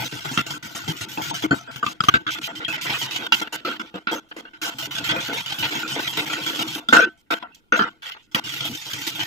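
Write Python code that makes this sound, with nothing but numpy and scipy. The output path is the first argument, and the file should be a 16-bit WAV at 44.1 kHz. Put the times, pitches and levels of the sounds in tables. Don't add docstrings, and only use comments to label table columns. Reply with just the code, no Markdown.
import sys
import numpy as np
from scipy import signal
from scipy.fft import rfft, irfft, next_fast_len
from scipy.io import wavfile
from scipy.ndimage import uniform_filter1d

SR = 44100
rng = np.random.default_rng(int(sys.argv[2]) if len(sys.argv) > 2 else 0)


def ratio_of_db(decibels):
    return 10 ** (np.asarray(decibels, float) / 20)


def dump(signal):
    limited = np.clip(np.atleast_2d(signal).T, -1, 1)
    pcm = np.round(limited * 32767).astype(np.int16)
    wavfile.write(sys.argv[1], SR, pcm)


N = 408718
SIZE = 8192
SNATCH_S, SHORTEST_S = .04199, .007

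# (frequency [Hz], half-width [Hz],
# level over the broad colour [dB], gain per dB of wall ring [dB/dB])
BOWL_MODES = [(132.9, 21.7, 9, -2), (226, 42, 6.5, 0.2), (310.7, 21.5, 11.5, -0.6), (493, 68, 3.5, 0.54),
              (678.3, 16, 11.5, 0.6), (893.5, 61, 10.5, -0.12), (1210, 140, 1.5, 0.15),
              (1390, 33, 17, 0.53), (1493, 69, 13, 0.16), (2034, 250, 5.5, 0.18), (2703, 91, 6.5, 0.5),
              (3147, 83, 9.5, 0), (3660, 67, 7, 0.25), (5053, 81, 1.5, 1), (7074, 51, 6.5, 1.5),
              (8240, 81, 8, 0), (14340, 2700, 7, 0)]
BAND_EDGES_HZ = (450, 1800, 5000)
# (frequency [Hz], left over right [dB])
STEREO_LEAN = [(60, 3), (130, 7.5), (290, 0), (640, 6), (1410, 1), (3100, -2), (6820, -1.5), (15000, -1)]
# (time [s], pitch of the struck patch [Hz],
# sharpness [dB], fall before rub sag and band share [dB/s])
KNOCKS_ON_WALL = [(0.376, 1370, 15, 327), (0.504, 1400, -2, 200), (1.175, 865, 17, 122),
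                  (1.312, 906, 7, 100), (1.44, 319.9, -19, 350), (1.51, 1484, 5, 282),
                  (1.829, 1210, 11, 200), (1.865, 1210, 23, 200), (2.006, 1280, 13, 900),
                  (2.038, 1210, 15, 500), (2.086, 1199, 14, 600), (2.141, 1500, 15, 300),
                  (2.267, 1430, 5, 250), (2.649, 3214, 29, 398), (2.682, 2610, 10, 190),
                  (2.865, 1782, -7, 250), (3.015, 955, 3, 248), (3.323, 2830, 20, 196),
                  (3.797, 1374, -8, 190), (4.072, 1454, 10, 330), (4.314, 1500, -1, -6),
                  (4.453, 1510, 9, 120), (4.535, 1420, -5, 124), (6.888, 3547, 24, 250),
                  (6.927, 1500, 9, 150), (6.97, 1527, 6, 301.5), (7.008, 1508, 0, 100),
                  (7.427, 1020, 20, 301), (7.436, 716.9, 4, 245), (7.52, 2699, -5, -2),
                  (7.724, 1421, 0, 197), (7.793, 1390, 5, 206), (8.348, 1373, 15.5, 192)]
# (start [s], length [s], rub level [dB],
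# wall ring over rub [dB], wet-edge hiss over rub [dB])
SPOON_CONTACTS = [(0.0, 0.039, -31.5, -0.5, -7.5), (0.046, 0.042, -34, -9, -2.5),
                  (0.082, 0.042, -43, -7, -3), (0.114, 0.075, -37, -3.5, -4.5),
                  (0.193, 0.051, -38.5, -6, -4), (0.248, 0.064, -36.5, 0.5, -6),
                  (0.313, 0.059, -37.5, -3, -0.5), (0.375, 0.042, -21.5, 1, -12),
                  (0.417, 0.045, -40.5, -5, -14), (0.464, 0.081, -37, -3, -2),
                  (0.539, 0.042, -41.5, 4, -3.5), (0.627, 0.044, -40.5, -3.5, -3),
                  (0.675, 0.082, -45, 0, -2), (0.75, 0.042, -35.5, -1.5, 0.5),
                  (0.789, 0.084, -40.5, 0, -3.5), (0.878, 0.042, -29, -5.5, -6),
                  (0.924, 0.042, -43, 1, -6.0), (0.966, 0.042, -38, -8, -3),
                  (1.01, 0.042, -33.5, -5.5, -2.5), (1.087, 0.084, -39, -8, -1.5),
                  (1.172, 0.043, -33, 5, -9.5), (1.219, 0.094, -31.5, -5.5, -3.5),
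                  (1.309, 0.032, -38, 12, -9), (1.342, 0.042, -31, -4, -3), (1.38, 0.042, -37.5, -9.5, -4),
                  (1.423, 0.017, -28.5, -4, -6.5), (1.437, 0.028, -30.5, 4, -8.5),
                  (1.506, 0.044, -34.5, 14.5, -5.5), (1.547, 0.042, -43, 3, -2), (1.593, 0.043, -48, 5, 1),
                  (1.639, 0.042, -52, 1, -12), (1.676, 0.042, -49.5, 13, -13),
                  (1.712, 0.084, -41.5, -3.5, -7.5), (1.8, 0.022, -50.5, 1, -10),
                  (1.827, 0.024, -35, 18, -10), (1.847, 0.013, -40, -4, -5), (1.862, 0.025, -26, 1.5, -10),
                  (1.888, 0.045, -40, 0.5, -2.5), (2.003, 0.013, -23, 9.5, -12.5),
                  (2.015, 0.02, -45, 5.5, -2), (2.036, 0.018, -28, 2, -6), (2.054, 0.03, -36.5, -3.0, -4),
                  (2.085, 0.017, -15.5, 6.5, -9), (2.099, 0.038, -39, -1, -15.5),
                  (2.14, 0.037, -23, 8.5, -15.5), (2.265, 0.045, -28, 4, -19),
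                  (2.307, 0.042, -28.5, -21, -7), (2.352, 0.044, -39, -1, -14), (2.391, 0.02, -54, 3, -5),
                  (2.414, 0.017, -36, -3, -7), (2.431, 0.048, -29, -21, -8),
                  (2.477, 0.042, -39.5, 7, -12.5), (2.519, 0.042, -49, 5.5, -10),
                  (2.554, 0.043, -33.5, -14, -10), (2.605, 0.049, -38, 2, -21),
                  (2.651, 0.03, -26, -24, -24), (2.681, 0.089, -27.5, -6.5, -14),
                  (2.766, 0.042, -37.5, -1.5, -18), (2.813, 0.042, -31, -14.5, -4.5),
                  (2.85, 0.014, -31.5, -0.5, -6), (2.866, 0.112, -28, -6, -12.5),
                  (2.981, 0.036, -32, -12.5, -3), (3.017, 0.048, -25, -9.5, -7.5),
                  (3.067, 0.043, -36.5, -4, -15), (3.109, 0.084, -30.5, -12.5, -9),
                  (3.187, 0.089, -35, -2, -14), (3.322, 0.034, -13, -3.5, -12),
                  (3.351, 0.056, -32, -4, -4.5), (3.414, 0.028, -31.5, 1.5, -11.5),
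                  (3.437, 0.047, -41.5, 1.5, -19), (3.525, 0.043, -31.5, -1.5, -4.5),
                  (3.563, 0.043, -40, -7, -18), (3.65, 0.086, -31, 2.5, -15.5),
                  (3.731, 0.042, -41, 0.5, -14), (3.8, 0.021, -34, 4, -10.5), (3.86, 0.042, -47, -6, -14),
                  (3.942, 0.049, -42, 5, -16.5), (4.07, 0.041, -27.5, 3.5, -29.5),
                  (4.115, 0.042, -28, 4, -6.5), (4.153, 0.046, -41.5, 5, -1), (4.289, 0.023, -59.5, -6, -2),
                  (4.316, 0.012, -41, 2.5, -40), (4.365, 0.046, -41.5, 2.5, -6),
                  (4.452, 0.041, -48, 5.5, -24), (4.537, 0.041, -47.5, 2, -17),
                  (4.617, 0.083, -32.5, -1, -2.5), (4.7, 0.042, -41.5, -2, -10),
                  (4.743, 0.042, -49, -1.5, -3), (4.786, 0.086, -32.5, -6.5, -5),
                  (4.91, 0.084, -31, -7.5, -8.5), (4.998, 0.042, -37, -1, -13),
                  (5.041, 0.054, -28.5, -9, -9), (5.09, 0.033, -20.5, -7, -17), (5.123, 0.084, -30, 1, -14),
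                  (5.204, 0.084, -29.5, -8, -7.5), (5.286, 0.042, -35, 4, -12),
                  (5.334, 0.084, -28, -6, -9.5), (5.416, 0.045, -38.5, -9, -9),
                  (5.461, 0.081, -30.5, -10.5, -9.5), (5.542, 0.043, -36.5, -3.5, -8),
                  (5.586, 0.042, -28.5, -12, -8.5), (5.626, 0.042, -22.5, -6, -15.5),
                  (5.669, 0.168, -30, -4.5, -8), (5.833, 0.042, -36, 7.5, -8.5),
                  (5.878, 0.083, -30, -9, -6.5), (5.959, 0.042, -30.5, 1, -13),
                  (6.003, 0.043, -34.5, -6.5, -5.5), (6.043, 0.126, -30.5, -10, -8.5),
                  (6.172, 0.042, -23, -7, -11), (6.209, 0.042, -34.5, -1, -6), (6.258, 0.042, -32, -8, -8),
                  (6.298, 0.126, -30.5, -3, -9), (6.427, 0.04, -30.5, -12, -9),
                  (6.464, 0.042, -25.5, -8, -8.5), (6.505, 0.043, -33.5, -2, -5),
                  (6.549, 0.042, -30, -10, -7.5), (6.592, 0.042, -25.5, -4.5, -8.5),
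                  (6.632, 0.042, -36.5, -1, -7.5), (6.676, 0.084, -31.5, -11, -6),
                  (6.757, 0.042, -33, -2.5, -5.5), (6.883, 0.042, -25, 1, -9),
                  (6.924, 0.045, -23, 10.5, -6.5), (6.97, 0.038, -23, 13, -11.5),
                  (7.006, 0.05, -26, 8.5, -14.5), (7.053, 0.038, -43.5, 8, -24),
                  (7.176, 0.042, -62, -7, -3), (7.306, 0.037, -26.5, 4.5, -14),
                  (7.344, 0.042, -41, 3.5, -12), (7.388, 0.012, -54, 0, -21),
                  (7.398, 0.028, -50.5, -3, -20), (7.428, 0.008, -34.5, 4.5, -23),
                  (7.438, 0.04, -54.5, 17, -37), (7.475, 0.04, -65, 10, -22),
                  (7.52, 0.026, -56.5, -15, -25), (7.547, 0.012, -50.5, -23, 2.5),
                  (7.56, 0.042, -61, -4, -3), (7.722, 0.045, -26.5, 11.5, -11.5),
                  (7.766, 0.024, -32.5, 3, -7), (7.794, 0.057, -31, 12.5, -17),
                  (7.846, 0.047, -41, 10, -22), (8.022, 0.039, -38.5, -4, -14.5),
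                  (8.059, 0.042, -33.5, -9.5, -13), (8.102, 0.014, -50, 9, -16),
                  (8.112, 0.032, -39.5, -18, -19), (8.147, 0.042, -54, 5, -20),
                  (8.183, 0.039, -54, -10, -18), (8.227, 0.042, -61, -8, -3), (8.315, 0.035, -54.5, -4, -1),
                  (8.344, 0.012, -16, -5.5, -10.5), (8.361, 0.037, -30, -1, -8),
                  (8.44, 0.166, -32, -12, -7.5), (8.606, 0.084, -29, -10, -10),
                  (8.691, 0.042, -40, -7, -2.5), (8.732, 0.042, -36, -12, -4),
                  (8.774, 0.084, -37.5, -14, -3), (8.859, 0.126, -35, -9, -4),
                  (8.982, 0.084, -34.5, -9, -3.5), (9.067, 0.042, -30.5, -10, -3.5),
                  (9.105, 0.084, -33.5, -9.5, -8), (9.193, 0.042, -26.5, -9.5, -10.5),
                  (9.239, 0.034, -34, -10, -7)]


def at_time(points, s):
    return np.interp(s, *np.transpose(points))


def read(points, hz):
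    f, value = np.transpose(points)
    return np.interp(np.log(hz + 1), np.log(f + 1), value)


def wander(shape, span):
    smooth = uniform_filter1d(uniform_filter1d(rng.standard_normal(shape), span), span)
    return smooth / smooth.std()


def kitchen():
    # (frequency [Hz], relative level [dB])
    room_colour = [(40, -1), (330, -5.5), (700, -26), (4000, -33.5)]
    room_db = -65
    size = next_fast_len(N)
    colour = ratio_of_db(read(room_colour, np.fft.rfftfreq(size, 1 / SR)))
    spectrum = rfft(rng.standard_normal((2, size))) * colour
    tone = irfft(spectrum, size)[:, :N]
    return ratio_of_db(room_db) * tone / tone.std()


def flutes():
    # (time [s], jump of level [dB], a dip if negative)
    flute_jumps = [(0.256, 6), (0.468, 5), (0.508, 5), (1.761, 10.5), (2.388, 7.5), (2.43, -0.5),
                   (2.573, 0), (2.781, 4), (2.904, 9), (3.038, -1), (3.163, 8.5), (3.266, 11.5),
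                   (3.418, 5.5), (3.475, 11.5), (3.955, 7), (4.404, 0.5), (4.858, 6), (4.985, 9),
                   (5.105, 2), (5.118, 2), (5.33, 3.5), (5.525, 7.5), (5.704, -7), (5.921, 2.5), (5.996, 6),
                   (6.077, 8.5), (6.277, 6), (6.334, 7.5), (6.47, 2), (6.751, 5), (6.934, 2.5),
                   (6.976, -0.5), (7.015, 1.5), (7.732, 2), (7.762, 4.5), (7.824, 2.5), (8.121, 7),
                   (8.168, 8), (8.495, 6), (8.54, 5.5), (8.654, 6.5), (8.668, 3.5), (8.751, 8),
                   (8.935, 8.5), (9.017, 5), (9.077, 5.5), (9.159, 3), (9.212, 4)]
    rise_s, fall_s = 0.0024, 0.0077
    t, jump_db = np.arange(N) / SR, np.zeros(N)
    for s, db in flute_jumps:
        near = slice(max(round((s - .05) * SR), 0), round((s + .05) * SR))
        late = t[near] - s
        jump_db[near] += db * np.exp(-(late / np.where(late < 0, rise_s, fall_s)) ** 2)
    return ratio_of_db(jump_db)


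def ping(t, hz, dying_s, bend=0, rise_s=0.0017, apart_rad=1.3):
    late = np.maximum(t, 0)
    halves = np.array([[.5], [-.5]])
    apart = apart_rad * min(hz / 700, 1) ** 2 * rng.standard_normal()
    phase = 2 * np.pi * rng.random() + apart * halves
    balance = ratio_of_db(read(STEREO_LEAN, hz) * halves)
    turns = hz * late * (1 + bend * late / dying_s / 2)
    envelope = (1 - np.exp(-late / rise_s)) * np.exp(-late / dying_s)
    return balance * envelope * np.sin(2 * np.pi * turns + phase)


def batter_slaps(t, band_db, ring_db, fall_db):
    slaps_per_snatch = 3
    slap_db, range_db, cycles, bend = -1.5, 6, 12, .04
    db_per_ring = -0.12
    out = 0
    for place, pick, detune, size in rng.random((slaps_per_snatch, 4)):
        hz = BOWL_MODES[1 + int(pick * 12)][0] * (.92 + .16 * detune)
        late = place * SNATCH_S
        db = band_db[np.searchsorted(BAND_EDGES_HZ, hz)] + slap_db + range_db * (2 * size - 0.5)
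        db += db_per_ring * max(ring_db, 0) - fall_db * min(late / t[-1], 1)
        dying_s = np.clip(cycles / hz, .003, .012)
        out = out + ratio_of_db(db) * ping(t - late, hz, dying_s, bend=bend * rng.standard_normal())
    return out


def shove_note(t, hz, thud_db):
    over_thud_db, dying_s = 3.5, 0.033
    return ratio_of_db(thud_db + over_thud_db) * ping(t, hz, dying_s, rise_s=0.0051)


def knock_notes(t, struck_hz, blow_db, band_db):
    patch_db, patch_s = -5.5, 0.01
    spoon_hz, spoon_db, spoon_s = 3310, -2, 0.0074
    lift_db = 0.38 * min(blow_db, 15)
    patch_db += band_db[np.searchsorted(BAND_EDGES_HZ, struck_hz)] + lift_db
    patch = ratio_of_db(patch_db) * ping(t, struck_hz, patch_s, apart_rad=.7)
    return patch + ratio_of_db(spoon_db + lift_db) * ping(t, spoon_hz, spoon_s, apart_rad=.7)


def grit(struck, blow_db, lumpy_db=1.4, grain_db=3.5, grains_per_s=600, blow_s=0.00097):
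    a, b, draw = rng.standard_normal(SIZE), rng.standard_normal(SIZE), rng.random(SIZE)
    grain_size = ratio_of_db(9.0 + grain_db * np.minimum(rng.exponential(1, SIZE), 4))
    grains = (draw < grains_per_s / SR) * grain_size * np.sign(a)
    blow = 1 + struck * ratio_of_db(blow_db) * np.exp(-np.arange(SIZE) / (blow_s * SR))
    shared_and_apart = np.array([a + grains, 0.82 * b])
    return shared_and_apart * ratio_of_db(lumpy_db * wander(SIZE, 90)) * blow


def causal(gain):
    cepstrum = irfft(np.log(gain + 1e-7))
    cepstrum[..., 1:SIZE // 2] *= 2
    cepstrum[..., SIZE // 2 + 1:] = 0
    return np.exp(rfft(cepstrum))


def bowl(hz, s, ring_db, thud_db, struck_hz, shift=0.018, uneven_db=5.0, struck_db=24, struck_width=70,
         others_db=-4):
    # (frequency [Hz], relative level [dB])
    steel_colour = [(15, -66), (25, -20), (130, -2.5), (307, 0), (420, -2), (603, -10), (671, -6.5),
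                    (1060, -5.5), (1470, -5.5), (1730, -8), (3210, -2), (6830, -21), (8940, -33.5),
                    (14500, -31), (15800, -46)]
    # (time [s], lift of the lowest notes [dB])
    rocking_lift = [(0, 4.5), (2.2, 6), (2.6, -8), (4.5, -16), (4.8, 4.5), (5.6, 1), (6.0, -9.5),
                    (6.9, -18), (7.9, -12), (8.4, -2), (9.3, -8)]
    # (frequency [Hz], width [Hz], depth [0-1])
    treble_notches = [(9050, 400, 0.5), (11290, 980, 0.75)]
    power = np.ones(len(hz))
    scatter = rng.standard_normal((len(BOWL_MODES), 2))
    for (mode_hz, width, db, per_ring), (a, b) in zip(BOWL_MODES, scatter):
        yielding = (450 < struck_hz < 1800) * (450 < mode_hz < 1800)
        top = ratio_of_db(db + per_ring * ring_db + others_db * yielding + uneven_db * np.clip(b, -2, 1))
        spread = shift * (1 + mode_hz / 1500 * (mode_hz > 1800))
        moved_hz = mode_hz * (1 + spread * a)
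        power = power + top ** 2 / (1 + ((hz - moved_hz) / width) ** 2) ** 2
    if struck_hz:
        power = power + ratio_of_db(struck_db) ** 2 / (1 + (2 * (hz - struck_hz) / struck_width) ** 2)
    rocking_db = at_time(rocking_lift, s) / (1 + (hz / 165) ** 8)
    belly_db = 0.44 * (thud_db - ring_db - 0.5) / (1 + (hz / 1050) ** 10)
    notched = 1
    for notch_hz, width, depth in treble_notches:
        notched = notched * (1 - depth / (1 + (2 * (hz - notch_hz) / width) ** 2))
    colour_db = read(steel_colour, hz) + rocking_db + belly_db + 2.5 * wander(len(hz), 40)
    return causal(np.sqrt(power) * notched * ratio_of_db(colour_db))


def ports(shared, apart, hz, s):
    # (frequency [Hz], left-right likeness [0-1], scatter of phase [rad])
    port_likeness = [(59.5, 0.96, 0.17), (294.4, 1, 0.21), (714, 0.8, 1.06), (1500, 0.86, 1.74),
                     (3350, 0.63, 2.96), (6460, 0.95, 0.83), (9000, 0.85, 0.32), (15000, 1, 1.1)]
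    # (time [s], lead of the left [samples])
    left_lead = [(0, 22), (2.2, 22), (2.4, 8)]
    # (time [s], left over right added to the lean [dB])
    drift_balance = [(0.0, -0.5), (1.73, 1), (2.55, -2.5), (6.3, -1), (7.0, -1.5), (8.2, -2), (8.5, -1.5),
                     (9.26, -2)]
    f, likeness, scatter = np.transpose(port_likeness)
    near = np.clip(np.interp(hz, f, likeness), 0, 1)
    lead = 2 * np.pi * np.minimum(hz, 4200) * at_time(left_lead, s) / SR * (hz < 5000)
    phase = lead + np.interp(hz, f, scatter) * wander(len(hz), 30)
    tilt_db = read(STEREO_LEAN, hz) + at_time(drift_balance, s) + 2 * wander(len(hz), 30)
    side = ratio_of_db(tilt_db / 2) * np.exp(.5j * phase)
    return np.array([shared * side, (near * shared + np.sqrt(1 - near ** 2) * apart) / side])


def loudness(pair, centre=0.37):
    return np.sqrt(centre * np.mean(pair.sum(0) ** 2) / 2 + (1 - centre) * np.mean(pair ** 2))


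def snatch(row, length, fade, shoved_hz, struck_hz, blow_db, drift_s=0.037, noisy_thud_db=-5):
    fall_share = (0.86, 0.92, 0.58, 0.62)
    s, rub_db, hiss_db, ring_db, thud_db, fall_db = row
    band_db = (thud_db, ring_db, 0, hiss_db)
    size = length + fade
    hz = np.fft.rfftfreq(SIZE, 1 / SR)
    patches = []
    for struck in (struck_hz > 0, False):
        source = ports(*rfft(grit(struck, blow_db)), hz, s)
        patches.append(source * bowl(hz, s, ring_db, thud_db, struck_hz))
    patches = np.array(patches)
    travel = np.pi / 2 * np.clip(np.arange(size) / (drift_s * SR) - .5, 0, 1)
    low_passes = [1 / (1 + (hz / edge_hz) ** 10) for edge_hz in BAND_EDGES_HZ]
    below = [0 * hz, *low_passes, 1 + 0 * hz]
    along = np.arange(size) / length
    out = 0
    for k, over_db in enumerate(band_db):
        here, there = irfft(patches * (below[k + 1] - below[k]))[..., :size]
        part = here * np.cos(travel) + there * np.sin(travel)
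        part = part * ratio_of_db(-fall_db * fall_share[k] * along)
        if shoved_hz and k == 0:
            over_db = over_db + noisy_thud_db
        out = out + ratio_of_db(rub_db + over_db) * part / loudness(part[:, :length])
    t = np.arange(size) / SR
    notes = batter_slaps(t, band_db, ring_db, fall_db)
    if shoved_hz:
        notes = notes + shove_note(t, shoved_hz, thud_db)
    if struck_hz:
        notes = notes + knock_notes(t, struck_hz, blow_db, band_db)
    return out + ratio_of_db(rub_db) * notes


def cuts():
    first_cut_s, blow_hold_s = .0392, .016
    start, length = np.transpose(SPOON_CONTACTS)[:2]
    blows = np.transpose(KNOCKS_ON_WALL)[0]
    steady = np.arange(first_cut_s, N / SR, SNATCH_S)
    steady = [s for s in steady if not np.any((blows < s) & (s < blows + blow_hold_s))]
    kept = [0, N / SR]
    for s in (*blows, *start, *(start + length), *steady):
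        if 0 < s < N / SR and np.min(abs(np.array(kept) - s)) > SHORTEST_S:
            kept.append(s)
    return np.sort(kept)


def levels(s, end, dying, shove_db, chance):
    # (time [s], lift of the thud [dB])
    bearing_lift = [(0, -1), (1.1, 1), (2.0, 1.5), (2.7, -3), (3.3, -2), (4.0, -5), (4.6, -4.5), (5.6, -1),
                    (6.8, 1), (6.95, -3.5), (7.7, 1.5), (7.9, -7), (8.03, -25.5), (8.25, 1.5), (8.4, 1),
                    (9.27, -0.5)]
    # (thud [dB], ring [dB], rub [dB], hiss [dB])
    chance_spread = (2.6, 0.31, 1.09, 0.23)
    loud_rub_db = -21
    lift_drop_db, lift_fall_db_per_s, lift_from_db, quiet_db = -12, 168.5, -34.5, -73.5
    middle = (s + end) / 2
    k = max(np.searchsorted(np.transpose(SPOON_CONTACTS)[0], middle) - 1, 0)
    start, length, rub_db, ring_db, hiss_db = SPOON_CONTACTS[k]
    leaves = start + length
    struck = dying is not None
    lifted_s = middle - leaves
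    if lifted_s > 0:
        lifted_db = min(rub_db, lift_from_db) + lift_drop_db - lift_fall_db_per_s * lifted_s
        rub_db = max(lifted_db, quiet_db)
        hiss_db, ring_db, thud_db = -13, 1.5, 2.5
        fall = lift_fall_db_per_s
    else:
        thud_db = -6.5 + 0.55 * ring_db - 0.083 * (rub_db - loud_rub_db)
        thud_db += at_time(bearing_lift, s)
        thud_db += -1.5 * struck
        fall = dying if struck else 94.5
        fall += 7.7 * max(rub_db - loud_rub_db, 0)
        last = k + 1 == len(SPOON_CONTACTS)
        if not last and leaves - SHORTEST_S < end < SPOON_CONTACTS[k + 1][0] - 2 * SHORTEST_S:
            fall += 114
        if k and not struck and sum(SPOON_CONTACTS[k - 1][:2]) + 2 * SHORTEST_S < s < start + SHORTEST_S:
            fall += -110
    if shove_db:
        thud_db = shove_db - rub_db
    thud, ring, rub, hiss = chance * chance_spread
    return s, rub_db + rub, hiss_db + hiss, ring_db + ring, thud_db + thud, fall * (end - s)


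def carry_modes(mix):
    # (frequency [Hz], width [Hz], level of the added resonance at its peak [dB])
    carried_modes = [(128.5, 3.3, -9), (315, 13, -7), (683, 6.1, -11), (1527, 15, -3)]
    for hz, width, db in carried_modes:
        mix = mix + ratio_of_db(db) * signal.lfilter(*signal.iirpeak(hz, hz / width, SR), mix)
    return mix


def scene(splice_s=0.0039):
    # (time [s], thud level before scatter [dB], pitch of the thud [Hz])
    counter_shoves = [(0, -28.5, 125), (0.039, -38, 265), (0.123, -30, 135), (0.249, -33.5, 154),
                      (0.312, -26.5, 262), (0.501, -36, 138), (0.543, -41, 295), (0.753, -35, 172),
                      (0.837, -39, 101.8), (0.879, -25, 163), (0.921, -41, 293), (1.005, -36, 101.9),
                      (1.172, -27.5, 312.5), (1.309, -30, 290), (1.44, -21.5, 319), (1.507, -21, 282),
                      (1.677, -40, 256), (1.825, -26, 236.5), (2.393, -37, 298), (2.474, -35.5, 279),
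                      (2.516, -34, 293), (2.558, -37.5, 322.5), (3.189, -32, 277.5), (3.322, -30.5, 226.3),
                      (3.649, -27, 360), (3.797, -31.5, 226), (3.942, -35.5, 192.8), (4.113, -25, 328),
                      (4.155, -34, 300.9), (4.364, -39.5, 343.4), (4.742, -36.5, 266), (4.87, -40, 295.5),
                      (4.994, -32, 294), (5.12, -28, 316), (5.288, -31.5, 285), (5.834, -31.5, 305.9),
                      (5.959, -31.5, 285), (6.212, -31.5, 301), (6.632, -35, 312), (6.758, -28.5, 299),
                      (6.8, -43.0, 308), (7.052, -35, 354.5), (8.689, -32.5, 239), (8.941, -35, 137),
                      (8.983, -37.5, 285), (9.235, -42, 321.4)]
    fade = round(splice_s * SR)
    ramp = np.sin(np.linspace(0, np.pi / 2, fade))
    times = cuts()
    struck, dying, shove_db, shove_hz = {}, {}, {}, {}
    for s, hz, db, fall in KNOCKS_ON_WALL:
        k = np.argmin(abs(times - s))
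        struck[k], dying[k] = (hz, db), fall
    for s, db, hz in counter_shoves:
        k = np.argmin(abs(times - s))
        shove_db[k], shove_hz[k] = db, hz
    chance = rng.standard_normal((len(times), 4))
    starts = np.round(times * SR).astype(int)
    mix = np.zeros((2, N + fade))
    for k, (start, end) in enumerate(zip(starts, starts[1:])):
        row = levels(times[k], times[k + 1], dying.get(k), shove_db.get(k), chance[k])
        window = np.concatenate([ramp, np.ones(end - start - fade), ramp[::-1]])
        piece = snatch(row, end - start, fade, shove_hz.get(k, 0), *struck.get(k, (0, 0)))
        mix[:, start:end + fade] += window * piece
    mix = carry_modes(mix)
    mix = signal.sosfilt(signal.butter(2, 85, "high", fs=SR, output="sos"), mix)
    return mix[:, fade // 2:][:, :N] * flutes() + kitchen()


def roll_off(x):
    return signal.sosfilt(signal.butter(12, 15910, fs=SR, output="sos"), x)


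def record(dry):
    low_pass = signal.firwin(401, 15650, window=("kaiser", 9), fs=SR)
    limited = signal.oaconvolve(dry, low_pass[None], "same")
    return roll_off(np.clip(limited, -1, 1))


dry = scene()
out = record(dry)
dump(out)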